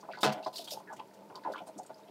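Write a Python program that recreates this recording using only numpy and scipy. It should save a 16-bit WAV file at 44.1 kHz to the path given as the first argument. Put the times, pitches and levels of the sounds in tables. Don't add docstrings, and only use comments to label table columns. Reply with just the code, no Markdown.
import sys
import numpy as np
from scipy import signal
from scipy.fft import rfft, irfft
from scipy.io import wavfile
from scipy.ndimage import uniform_filter1d

SR = 44100
rng = np.random.default_rng(int(sys.argv[2]) if len(sys.argv) > 2 else 0)


def digitize_waveform(pressure):
    field = np.atleast_2d(pressure).T
    bounded = np.clip(field, -1, 1)
    quanta = np.round(bounded * 32767).astype(np.int16)
    wavfile.write(sys.argv[1], SR, quanta)


def volts_from_decibels(level):
    exponent = np.asarray(level, float) / 20
    return 10 ** exponent


N = 92610


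def evened(x):
    return x / np.sqrt(np.mean(x ** 2) + 1e-20)


def read(points, hz):
    f, value = np.transpose(points)
    return np.interp(np.log(hz + 1), np.log(f + 1), value)


def add(mix, s, sound):
    part = mix[max(round(s * SR), 0):][:len(sound)]
    part += sound[:len(part)]


def coloured(x, spectrum):
    gain = volts_from_decibels(read(spectrum, np.fft.rfftfreq(len(x), 1 / SR)))
    return irfft(rfft(x) * gain, len(x))


def band(x, hz, width):
    b, a = signal.iirpeak(min(hz, SR / 3), 1 / max(width, 0.02), SR)
    return signal.lfilter(b, a, signal.lfilter(b, a, x))


def rings(modes, size=6000):
    t = np.arange(size) / SR
    h = sum(volts_from_decibels(db - 60 * t / t60) * np.sin(2 * np.pi * hz * t) for hz, db, t60 in modes)
    return h / np.linalg.norm(h)


def shape(length, rise, fall, size=9000):
    t = np.arange(size) / SR
    return (1 - np.exp(-t / rise)) * np.exp(-np.maximum(t - length, 0) / fall)


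def pops(per_s, spread_db, size=9000):
    chance, sign = rng.random((2, size))
    loudness = volts_from_decibels(spread_db * np.minimum(rng.exponential(1, size), 4))
    return evened((chance < per_s / SR) * np.sign(sign - 0.5) * loudness)


def patchy(depth_db, size):
    a, b, drift = rng.standard_normal((N // 128 + 8, 257, 3)).T
    drift = evened(uniform_filter1d(uniform_filter1d(drift, size, 0), 10, 1))
    return signal.istft((a + 1j * b) * volts_from_decibels(depth_db * drift), nperseg=512, noverlap=384)[1][:N]


def hose(x):
    # f/Hz, level/dB, t60/s
    air_modes = [(143, 0, 0.25), (208.6, 6, 0.14), (331.5, -2.5, 0.14), (448, 6, 0.054), (538.6, 0.5, 0.1),
                 (647, 1.5, 0.1), (745, -2.5, 0.078), (800, -34, 0.11), (900, 0, 0.056), (1015, 2, 0.031),
                 (1290, -26, 0.041), (1514, 5, 0.035), (1700, 0.5, 0.039), (2130, -9, 0.074)]
    ring = signal.fftconvolve(x, rings(air_modes))[:len(x)]
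    return ring * np.linalg.norm(x) / np.linalg.norm(ring)


def trickle():
    # f/Hz, level/dB
    murmur_colour = [(35, -45), (60, -27), (187, -5.5), (493, -6.5), (633, -1.5), (788, -13.5), (893, -0.5),
                     (1080, -16.5), (2500, -27.5), (3250, -48), (5500, -120)]
    # f/Hz, level/dB
    hiss_colour = [(710, -42), (1200, 0.5), (1990, -6), (2260, -3.5), (5010, -3), (6080, -7),
                   (15700, -10.5)]
    murmur = evened(coloured(patchy(1.5, size=4), murmur_colour))
    murmur = evened(murmur + 0.42 * hose(murmur))
    hiss = evened(coloured(patchy(0.6, size=20), hiss_colour))
    return volts_from_decibels(-57) * murmur + volts_from_decibels(-70) * hiss


def droplets():
    out, t = np.zeros(N), np.arange(600) / SR
    for hz in np.geomspace(500, 7000, num=16):
        blip = evened(np.sin(2 * np.pi * hz * t) * t * np.exp(-t * hz / 1.5))
        drops = pops(11.5, 3.0, size=N)
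        out += signal.oaconvolve(drops, blip)[:N] * np.sqrt(1000 / hz)
    return volts_from_decibels(-71.5) * evened(out)


def spits():
    # t/s, peak level/dB, throat pitch f/Hz, length/s, fizz level/dB
    first_jets = [(0.001, -50, 5300, 0.014, -6), (0.112, -38, 2540, 0.014, -36),
                  (0.124, -52, 4200, 0.073, -14), (0.205, -35.5, 4630, 0.055, 19),
                  (0.321, -35.5, 5460, 0.011, 6), (0.425, -41, 3960, 0.023, -13),
                  (0.459, -40.5, 4260, 0.022, -8.5), (0.527, -41, 4030, 0.03, 1),
                  (0.556, -33, 4440, 0.027, -1.5), (0.58, -35, 4230, 0.012, -2.5),
                  (0.599, -40, 3900, 0.029, 0), (0.639, -39, 4660, 0.018, 8),
                  (0.671, -39, 3520, 0.034, -1.5), (0.705, -30.5, 5240, 0.032, 3),
                  (0.741, -52, 4700, 0.062, 22)]
    late_jets = [(0.926, -45.5, 6800, 0.014, -5), (0.962, -48, 7040, 0.01, 3),
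                 (0.993, -38.5, 2710, 0.0064, -33), (1.136, -50.5, 6640, 0.0076, 6),
                 (1.354, -38, 4430, 0.0054, -8.5), (1.432, -51, 3970, 0.015, -30),
                 (1.517, -45.5, 4000, 0.021, 1.5), (1.561, -42, 3050, 0.0034, -24),
                 (1.575, -42.5, 2870, 0.019, -19), (1.665, -47.5, 8300, 0.024, 2),
                 (1.776, -44, 6760, 0.015, -32), (1.83, -46, 7760, 0.005, -3),
                 (1.862, -44, 7840, 0.0047, -4), (1.94, -53, 5040, 0.0043, -19),
                 (0.965, -51, 2680, 0.027, -28), (1.976, -51, 5500, 0.0077, -17),
                 (2.074, -57, 3140, 0.015, -21)]
    # f/Hz, level/dB
    fizz_colour = [(1530, -50), (2600, -4.5), (2950, 1.5), (4930, 3), (15700, -7.5)]
    # f/Hz, level/dB, t60/s
    trap_modes = [(2668, 4.5, 0.086), (3080, -0.5, 0.014), (3720, 4, 0.0041), (4630, 7, 0.096),
                  (5130, 8, 0.09)]
    out, trap = np.zeros(N), rings(trap_modes, size=2000)
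    mist = evened(patchy(4, size=3))
    for s, db, hz, length, fizz_db in first_jets + late_jets:
        flicker = evened(uniform_filter1d(rng.standard_normal(9000), size=150))
        spray = volts_from_decibels(3.0 * flicker) * pops(4000, 1.17)
        mist_here = np.roll(mist, -round(s * SR))[:9000]
        fizz = evened(coloured(0.5 * evened(spray) + mist_here, fizz_colour))
        jet = evened(band(spray, hz, width=0.46)) + volts_from_decibels(fizz_db) * fizz
        jet = jet + volts_from_decibels(-17) * signal.fftconvolve(jet, trap)[:len(jet)]
        add(out, s, volts_from_decibels(db - 11) * shape(length, rise=0.0024, fall=0.0077) * evened(jet))
    return out


def steadied(x):
    return evened(x / np.sqrt(uniform_filter1d(x ** 2, size=300) + 0.05))


def gulps():
    # t/s, peak level/dB, bubble pitch f/Hz, length/s, size spread (0-1)
    first_gulps = [(0.029, -40, 900, 0.027, 0.56), (0.085, -31.5, 745, 0.025, 0.32),
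                   (0.133, -37, 1815, 0.025, 0.45), (0.171, -36, 970, 0.031, 0.5),
                   (0.293, -31, 690, 0.12, 0.33), (0.36, -43, 298, 0.048, 0.07),
                   (0.423, -35.5, 710, 0.016, 0.2), (0.461, -19, 827, 0.015, 0.32),
                   (0.52, -46, 1015, 0.039, 0.11), (0.586, -36, 677, 0.035, 0),
                   (0.672, -39.5, 905, 0.017, 0.48), (0.717, -35, 597, 0.037, 0.25),
                   (0.766, -31.5, 886, 0.0079, 0), (0.801, -34.5, 870, 0.007, 0.3),
                   (0.872, -37.5, 1700, 0.031, 0.16), (0.899, -34, 900, 0.041, 0.35),
                   (0.99, -31.5, 900, 0.012, 0.15), (1.01, -61, 900, 0.0056, 0.2)]
    late_gulps = [(1.15, -45, 556, 0.063, 0.4), (1.297, -37.5, 900, 0.017, 0.32),
                  (1.344, -36, 987, 0.043, 0.16), (1.435, -41.5, 1760, 0.037, 0.19),
                  (1.448, -24, 900, 0.03, 0.23), (1.478, -29, 547, 0.046, 0.63),
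                  (1.535, -33, 1340, 0.017, 0.4), (1.557, -36.5, 1105, 0.034, 0.54),
                  (1.602, -32.5, 715, 0.022, 0.36), (1.669, -34.5, 670, 0.028, 0.56),
                  (1.759, -35.5, 314, 0.017, 0.83), (1.786, -31.5, 713, 0.022, 0.22),
                  (1.893, -35, 696, 0.02, 0.52), (1.993, -53.5, 830, 0.024, 0.14),
                  (2.054, -47, 670, 0.047, 0.1)]
    out = np.zeros(N)
    for s, db, hz, length, spread in first_gulps + late_gulps:
        burst = pops(1100, 2.16) + 5 * (np.arange(9000) == 60)
        env = shape(length, rise=0.0016, fall=0.0045)
        bubbles = steadied(evened(band(burst, hz, spread)))
        wide = steadied(evened(band(burst, 0.39 * hz, 0.7)))
        thump = steadied(evened(band(burst, 362, 0.5)))
        drive = env * (bubbles + volts_from_decibels(-45) * wide + volts_from_decibels(-15.5) * thump)
        sound = drive + hose(drive)
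        add(out, s, volts_from_decibels(db - 12) * sound * np.linalg.norm(env) / np.linalg.norm(sound))
    return out


def bursts():
    # t/s, peak level/dB, f/Hz
    big_bubbles = [(.030, -43, 970), (.0885, -33.5, 900), (.0955, -33.5, 710), (.1015, -37, 810),
                   (.108, -45, 680), (.135, -35.5, 1610), (.146, -48, 1700), (.173, -39, 840),
                   (.181, -41.5, 800), (.189, -40.5, 900), (.2305, -24, 658), (.2465, -19.5, 682),
                   (.255, -25.5, 423), (.275, -23.5, 647), (.286, -23.5, 710), (.324, -36, 740),
                   (.462, -31, 942), (.470, -29.5, 664), (.594, -39.5, 615), (.720, -42.5, 616),
                   (.735, -40.5, 724), (.773, -36.5, 826), (.803, -39.5, 840), (.876, -46, 1700),
                   (.884, -57, 1560), (.897, -56, 1580), (.917, -39, 890), (.926, -35, 820),
                   (.934, -35.5, 900), (.992, -39, 860), (1.001, -35, 920), (1.013, -37, 900),
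                   (1.305, -50, 593), (1.327, -41.5, 900), (1.353, -47, 1060), (1.450, -41, 850),
                   (1.455, -38.5, 798), (1.461, -32, 867), (1.474, -31, 800), (1.487, -30, 735),
                   (1.500, -28.5, 610), (1.510, -39.5, 520), (1.537, -37, 1450), (1.546, -34, 1140),
                   (1.558, -32, 1030), (1.610, -39, 660), (1.696, -41, 685), (1.798, -33.5, 757),
                   (1.904, -41, 643), (1.993, -49, 900)]
    # t/s, peak level/dB, f/Hz
    snaps = [(0.1096, -56, 2500), (0.125, -46, 4630), (0.1877, -42, 4600), (0.2154, -41, 4970),
             (0.3245, -38.5, 4710), (0.4488, -40, 4900), (0.558, -40.5, 4030), (0.566, -44, 4400),
             (0.5836, -37, 3040), (0.587, -42, 4600), (.617, -49, 3500), (.6764, -37.5, 3230),
             (0.7101, -35, 3660), (0.7151, -37, 4750), (0.732, -48, 4460), (1.5567, -48, 3010),
             (1.5792, -44, 3160), (1.58, -48, 2290), (1.8636, -50, 8200), (1.944, -49.5, 4950),
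             (1.958, -60, 5200), (.4334, -47, 2720), (.276, -35, 2630), (0.294, -38, 2690),
             (2.034, -59, 3770)]
    out, t = np.zeros(N), np.arange(1500) / SR
    for s, db, hz in big_bubbles:
        cycles = t * hz
        swell = cycles / 1.51
        env = (swell * np.exp(1 - swell)) ** 2
        rising_phase = cycles * (1 + 0.0074 * cycles)
        add(out, s, volts_from_decibels(db) * env * np.sin(2 * np.pi * rising_phase))
    out = signal.sosfilt(signal.butter(2, 330, "high", fs=SR, output="sos"), out)
    out = out + 0.37 * hose(out)
    for s, db, hz in snaps:
        cycles = t * hz
        grit = 1 + 0.5 * uniform_filter1d(rng.standard_normal(len(t)), size=4)
        env = np.minimum(cycles, 1) * np.exp(-cycles / 12.6)
        add(out, s, volts_from_decibels(db) * env * grit * np.sin(2 * np.pi * cycles))
    return out


def slap():
    # f/Hz, level/dB
    splash_colour = [(150, -33), (250, -13.5), (1110, -5), (1250, -13), (1900, -13.5), (2630, -18.5),
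                     (2970, -18.5), (4580, -17), (15700, -38.5)]
    # f/Hz, t60/s
    splash_dies = [(300, 0.16), (700, 0.28), (1500, 0.3), (3000, 0.31), (6000, 0.14), (14000, 0.028)]
    # t/s, level/dB, f/Hz, t60/s
    cracks = [
        (0.232, -6, 3680, 0.021),
        (0.236, -11, 1260, 0.05),
        (0.244, -17.5, 2610, 0.051),
    ]
    # t/s, level/dB, f/Hz, length/s, fall/s
    surges = [
        (0.254, -33, 143, 0.038, 0.016),
        (0.262, -34, 209.5, 0.054, 0.0046),
    ]
    out, size = np.zeros(N), 12000
    spray = evened(coloured(pops(2500, 3.6, size=size), splash_colour))
    hz, t, z = signal.stft(spray, SR, nperseg=256)
    hold_s = 0.021
    z = z * volts_from_decibels(-60 * np.maximum(t - hold_s, 0) / read(splash_dies, hz)[:, None])
    splash = signal.istft(z, SR, nperseg=256)[1][:size] * shape(1, 0.00059, 1, size=size)
    add(out, 0.23, volts_from_decibels(-27) * (splash + 0.8 * hose(splash)))
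    t = np.arange(size) / SR
    for s, db, hz, t60 in cracks:
        onset = 1 - np.exp(-t / 0.00012)
        add(out, s, volts_from_decibels(db - 11 - 60 * t / t60) * onset * np.sin(2 * np.pi * hz * t))
    for s, db, hz, length, fall in surges:
        add(out, s, volts_from_decibels(db) * shape(length, 0.014, fall, size=size) * np.sin(2 * np.pi * hz * t))
    return out


def cupboard(x):
    t = np.arange(4000) / SR
    t60_s, gap_s = 0.16, 0.002
    tail = pops(2800, 0.0, size=4000) * volts_from_decibels(-60 * t / t60_s) * (t > gap_s)
    return x + volts_from_decibels(-11.5) * signal.fftconvolve(x, tail / np.linalg.norm(tail))[:N]


def scene():
    water = gulps() + slap() + spits() + droplets() + bursts()
    return (cupboard(water) + trickle())[None]


def low_pass(x):
    return signal.sosfilt(signal.butter(12, 15820, fs=SR, output="sos"), x)


def record(dry):
    low_cut = signal.butter(3, 110, "high", fs=SR, output="sos")
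    edge = signal.firwin(401, 15850, window=("kaiser", 9), fs=SR)[None]
    mix = signal.oaconvolve(signal.sosfilt(low_cut, dry), edge, "same")
    return low_pass(mix)


dry = scene()
out = record(dry)
digitize_waveform(out)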